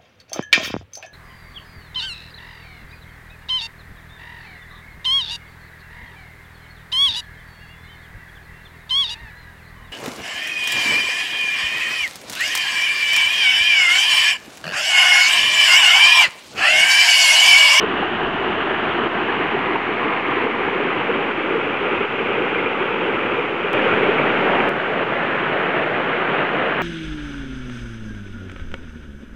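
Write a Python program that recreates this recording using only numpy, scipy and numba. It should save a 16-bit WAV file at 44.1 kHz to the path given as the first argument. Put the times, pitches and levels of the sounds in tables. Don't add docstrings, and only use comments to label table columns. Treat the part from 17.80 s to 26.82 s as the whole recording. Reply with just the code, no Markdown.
import sys
import numpy as np
from scipy import signal
from scipy.fft import rfft, irfft, next_fast_len
from scipy.io import wavfile
from scipy.ndimage import uniform_filter1d
from numba import njit

SR = 44100
rng = np.random.default_rng(int(sys.argv[2]) if len(sys.argv) > 2 else 0)


def put_to_file(sound):
    columns = np.atleast_2d(sound).T
    safe = np.clip(columns, -1, 1)
    whole_steps = np.round(safe * 32767)
    wavfile.write(sys.argv[1], SR, whole_steps.astype(np.int16))


def amplitude_ratio(level_db):
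    exponent = np.asarray(level_db, float) / 20
    return 10 ** exponent


N = 397782

CUT_IN_S, CUT_OUT_S, FRAME_S = 5.9323, 6.8923, 0.04

# frequency in Hz, density in dB per Hz.
CASCADE_COLOUR = [(15, -67.5), (25, -40), (86, -18), (130, -20), (252, -9.5), (286, -8.5), (370, -2),
                  (488, -11), (520, -14.5), (673, -12), (1420, -13.5), (1720, -14), (2180, -22.5),
                  (2940, -16.5), (4140, -42.5), (5380, -66.5), (9110, -120)]
BETWEEN_COLOUR = [(15, -64.5), (25, -37), (90, -20.5), (124, -17.5), (339, -4), (499, -7.5), (555, -19.5),
                  (618, -12), (798, -9.5), (1170, -9), (1420, -13), (2130, -11), (2940, -18.5),
                  (4140, -39.5), (5380, -66), (9110, -120)]
FALL_COLOUR = [(15, -71), (25, -44), (64, -26), (161, -15), (199, -12), (403, 1.5), (488, -2.5), (658, -15),
               (888, -12), (1050, -14), (1360, -10.5), (1800, -17), (2430, -12.5), (3200, -22), (4140, -45),
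               (5380, -94), (9110, -120)]
RAPIDS_COLOUR = [(15, -67), (25, -56.5), (32, -37), (79, -27.5), (98, -21.5), (141, -11.5), (318, -9),
                 (354, -5.5), (386, -6), (509, -6.5), (967, -11), (1420, -8), (2280, -13), (3000, -17.5),
                 (4140, -39.5), (5380, -77.5), (9110, -120)]
# frequency in Hz, density in dB per Hz.
HISS_COLOUR = [(3000, -20), (3900, 8), (4400, 10.5), (4900, 8), (5400, 2.5), (6800, 0.5), (7600, -2.5),
               (8400, -8), (9200, -17.5), (10000, -32)]
# time in seconds, view (0 cascade, 1 between, 2 fall).
TURN = [
    (0, 0.036),
    (1.2, 0.38),
    (2.1, 1.01),
    (3.2, 1.5),
    (4, 1.99),
]
# time in seconds, level in dB.
DRAUGHT = [
    (0.0, -56),
    (0.228, -51),
    (0.29, -68),
    (0.468, -34),
    (0.67, -54),
    (0.768, -52),
    (0.98, -58),
    (1.1, -54),
]
# pitch in Hz, level in dB rms.
WHINE = [
    (4388, -76),
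    (6222.5, -87),
    (6666, -89),
]
# time in seconds, depth in dB.
GAIN_DUCKS = [(.05, 3), (.255, 1), (1.275, 6), (1.965, 4), (2.67, 2.5), (3.52, 3.5), (4.255, 4.5),
              (7.232, 4), (8.04, 2.5)]
# time in seconds, wash level in dB.
FIRST_FLOW = [(0, -22.5), (.55, -23.5), (1.15, -22.5), (1.6, -23), (2.6, -22.5), (2.92, -23.8),
              (3.15, -22.8), (3.88, -24.5), (4.15, -23.5), (4.75, -24), (5.5, -23.5), (5.82, -25.5),
              (5.94, -23.5)]
RAPIDS_FLOW = [(6.88, -24), (7.0, -24), (7.7, -22), (8.2, -23), (8.6, -21.5), (8.75, -23.5), (9.02, -21.5)]
# time in seconds, swell in dB.
SURGES = [(.1, 2), (.42, 0), (.82, 1), (1.25, 4), (1.62, 3), (1.9, 5.5), (2.26, 1.5), (2.65, 1.5),
          (3.03, 1.5), (3.33, 2), (3.73, 3.5), (4.15, 3), (4.53, 3), (4.83, 2), (5.23, 4.5), (5.55, 2),
          (5.94, 2), (6.24, 2), (6.42, 1.5), (6.7, 3), (6.89, 2), (7.2, 3.5), (7.8, 2), (8.01, 2),
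          (8.58, 2.5), (8.83, 1.5)]
# time in seconds, pitch in Hz, peak in dB.
AIR_POCKETS = [(0.042, 431, -13.5), (0.479, 402, -21.5), (0.919, 385, -19), (1.235, 398, -17),
               (1.751, 388, -16.5), (2.262, 478, -18), (2.57, 370, -17), (2.666, 450, -17), (2.958, 369, -20),
               (3.3, 470, -11.5), (3.759, 475, -16), (4.213, 436, -16), (4.577, 412, -17), (4.762, 468, -14.5),
               (4.866, 478, -18), (5.019, 380, -15), (5.592, 475, -15.5), (5.983, 408, -20), (6.029, 540, -15),
               (6.069, 473, -14), (6.109, 392, -18), (6.233, 423, -14), (6.293, 395, -8), (6.445, 409, -18),
               (6.633, 400, -21), (7.228, 430, -18.6), (7.967, 368, -19),
               (0.232, 810, -16), (1.494, 1660, -19.5), (1.768, 700, -19), (1.961, 903, -17), (3.51, 1453, -19),
          (4.764, 2390, -17), (4.789, 2130, -18), (5.956, 600, -17), (5.996, 1720, -19), (6.388, 2210, -16),
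          (6.737, 920, -15.5), (6.792, 772, -20.3), (7.673, 920, -24), (8.498, 1570, -18),
          (8.688, 1650, -21)]


def curve(rows):
    times, values = np.transpose(rows)
    return np.interp(np.arange(N) / SR, times, values)


def shape(x, gain_of_hz):
    size = next_fast_len(N)
    hz = np.maximum(np.fft.rfftfreq(size, 1 / SR), 1)
    return irfft(rfft(x, size) * gain_of_hz(hz), size)[:N]


def colour(x, table):
    hz, db = np.transpose(table)
    return shape(x, lambda f: amplitude_ratio(np.interp(np.log(f), np.log(hz), db, left=-120, right=-120)))


def band(x, lo_hz, hi_hz):
    return shape(x, lambda f: 1 / (1 + (lo_hz / f) ** 8) / (1 + (f / hi_hz) ** 12))


def rms(x):
    return np.sqrt(np.mean(x ** 2))


def wash_rms(x):
    return rms(band(x, 600, 3500))


@njit
def ring(length, start, step, decay, glide, size):
    out = np.zeros(length)
    for k in range(len(start)):
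        z = size[k] + 0j
        spin = decay[k] * np.exp(1j * step[k])
        climb = np.exp(1j * glide[k])
        end = min(length, start[k] + int(-5 / np.log(decay[k])))
        for i in range(start[k], end):
            out[i] += z.imag
            z *= spin
            spin *= climb
    return out


def water(cycles, rise, scatter_db, bubble_db, count):
    when, pitch, luck = rng.random((count, 3)).T
    step = 2 * np.pi * (100 + 4300 * pitch) / SR
    life = 2 * np.pi * cycles / step
    size = amplitude_ratio(-scatter_db * np.log(1 - 0.998 * luck)) / np.sqrt(life)
    start = (when * N).astype(np.int64)
    bubbles = ring(N, start, step, np.exp(-1 / life), rise * step / life, size)
    blur = rng.standard_normal(N)
    return amplitude_ratio(bubble_db) * bubbles / rms(bubbles) + blur


def surge(x, flow, pool_hz, pool_db):
    surge_s, wash_share = 0.066, 0.18
    t = np.arange(N) / SR
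    swell_db = sum(db * np.exp(-((t - s) / surge_s) ** 2) for s, db in SURGES)
    pool = band(x, *pool_hz)
    wash = (x - pool) / wash_rms(x)
    moving_wash = wash * amplitude_ratio(curve(flow) + wash_share * swell_db)
    return moving_wash + pool / rms(pool) * amplitude_ratio(pool_db + swell_db)


def draught():
    air = band(rng.standard_normal(N), 22, 110)
    return air / rms(air) * amplitude_ratio(curve(DRAUGHT + [(1.3, -71)]) - 1.5)


def cascade_to_fall():
    raw = water(cycles=3.4, rise=0.12, scatter_db=1.87, bubble_db=-6.5, count=30000)
    turn = curve(TURN)
    mix = np.zeros(N)
    for k, table in enumerate((CASCADE_COLOUR, BETWEEN_COLOUR, FALL_COLOUR)):
        view = colour(raw, table)
        mix += np.clip(1 - abs(turn - k), 0, 1) * view / wash_rms(view)
    pool_db = np.interp(turn, range(3), (-26.5, -23.5, -29))
    return surge(mix, FIRST_FLOW, pool_hz=(240, 540), pool_db=pool_db) + draught()


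def spatter(rate, depth_db):
    k = int(SR / rate)
    held = np.repeat(rng.standard_normal(N // k + 1), k)[:N]
    smooth = uniform_filter1d(uniform_filter1d(held, k), k // 2)
    return amplitude_ratio(depth_db * smooth)


def gain_control(attack_s=0.0045, release_s=0.042):
    t, dip_db = np.arange(N) / SR, np.zeros(N)
    for s, depth_db in GAIN_DUCKS:
        since = np.maximum(t - s, 0)
        drop = 1 - np.exp(-(since / attack_s) ** 2)
        dip_db += depth_db * drop * np.exp(-since / release_s)
    return amplitude_ratio(-dip_db)


def converter(x):
    hiss_db, offset = -62.5, -0.0042
    t = np.arange(N) / SR
    hiss = colour(rng.standard_normal(N), HISS_COLOUR)
    whine = sum(amplitude_ratio(db) * np.sin(2 * np.pi * hz * t) for hz, db in WHINE)
    return x + hiss / rms(hiss) * amplitude_ratio(hiss_db) + whine + offset


def glugs(swell_s=0.028, rise=0.06, trim_db=-1.5):
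    half = int(swell_s * SR / 2)
    out, t = np.zeros(N + 2 * half), np.arange(-half, half) / SR
    pockets = AIR_POCKETS
    for (s, hz, db), phase in zip(pockets, rng.random(len(pockets))):
        wave = np.sin(2 * np.pi * (hz * (t + rise * t ** 2 / swell_s) + phase))
        i = int(s * SR)
        out[i:i + 2 * half] += amplitude_ratio(db + trim_db) * np.hanning(2 * half) * wave
    return out[half:N + half]


def rapids():
    raw = water(cycles=3.5, rise=0.14, scatter_db=1.8, bubble_db=-7.5, count=30000)
    return surge(colour(raw, RAPIDS_COLOUR), RAPIDS_FLOW, pool_hz=(140, 800), pool_db=-25)


def overlap(first, second, lean=0.9):
    t = np.arange(N) / SR
    progress = np.floor((t - CUT_IN_S) / FRAME_S) * FRAME_S / (CUT_OUT_S - CUT_IN_S)
    tilt = lean * (0.5 - progress)
    both = (t >= CUT_IN_S) & (t < CUT_OUT_S)
    out = np.where(t < CUT_IN_S, first, second)
    out[both] = (first * (1 + tilt) + second * (1 - tilt))[both]
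    for cut_s, jump in ((CUT_IN_S, 0.095), (CUT_OUT_S, 0.1)):
        i = int(np.ceil(cut_s * SR))
        natural = out[i] - 2 * out[i - 1] + out[i - 2]
        out[i:i + 400] += (jump - natural) * np.exp(-np.arange(400) / 8)
    return out


def scene():
    gain = gain_control()
    first = converter(cascade_to_fall() * spatter(rate=24, depth_db=0.5) * gain)
    second = converter(rapids() * spatter(rate=24, depth_db=0.5) * gain)
    return (overlap(first, second) + glugs())[None]


def low_pass(x):
    return signal.sosfilt(signal.butter(12, 15830, fs=SR, output="sos"), x)


def record(dry):
    mix = dry + amplitude_ratio(-101) * rng.standard_normal(dry.shape)
    return low_pass(mix)


dry = scene()
out = record(dry)
put_to_file(out)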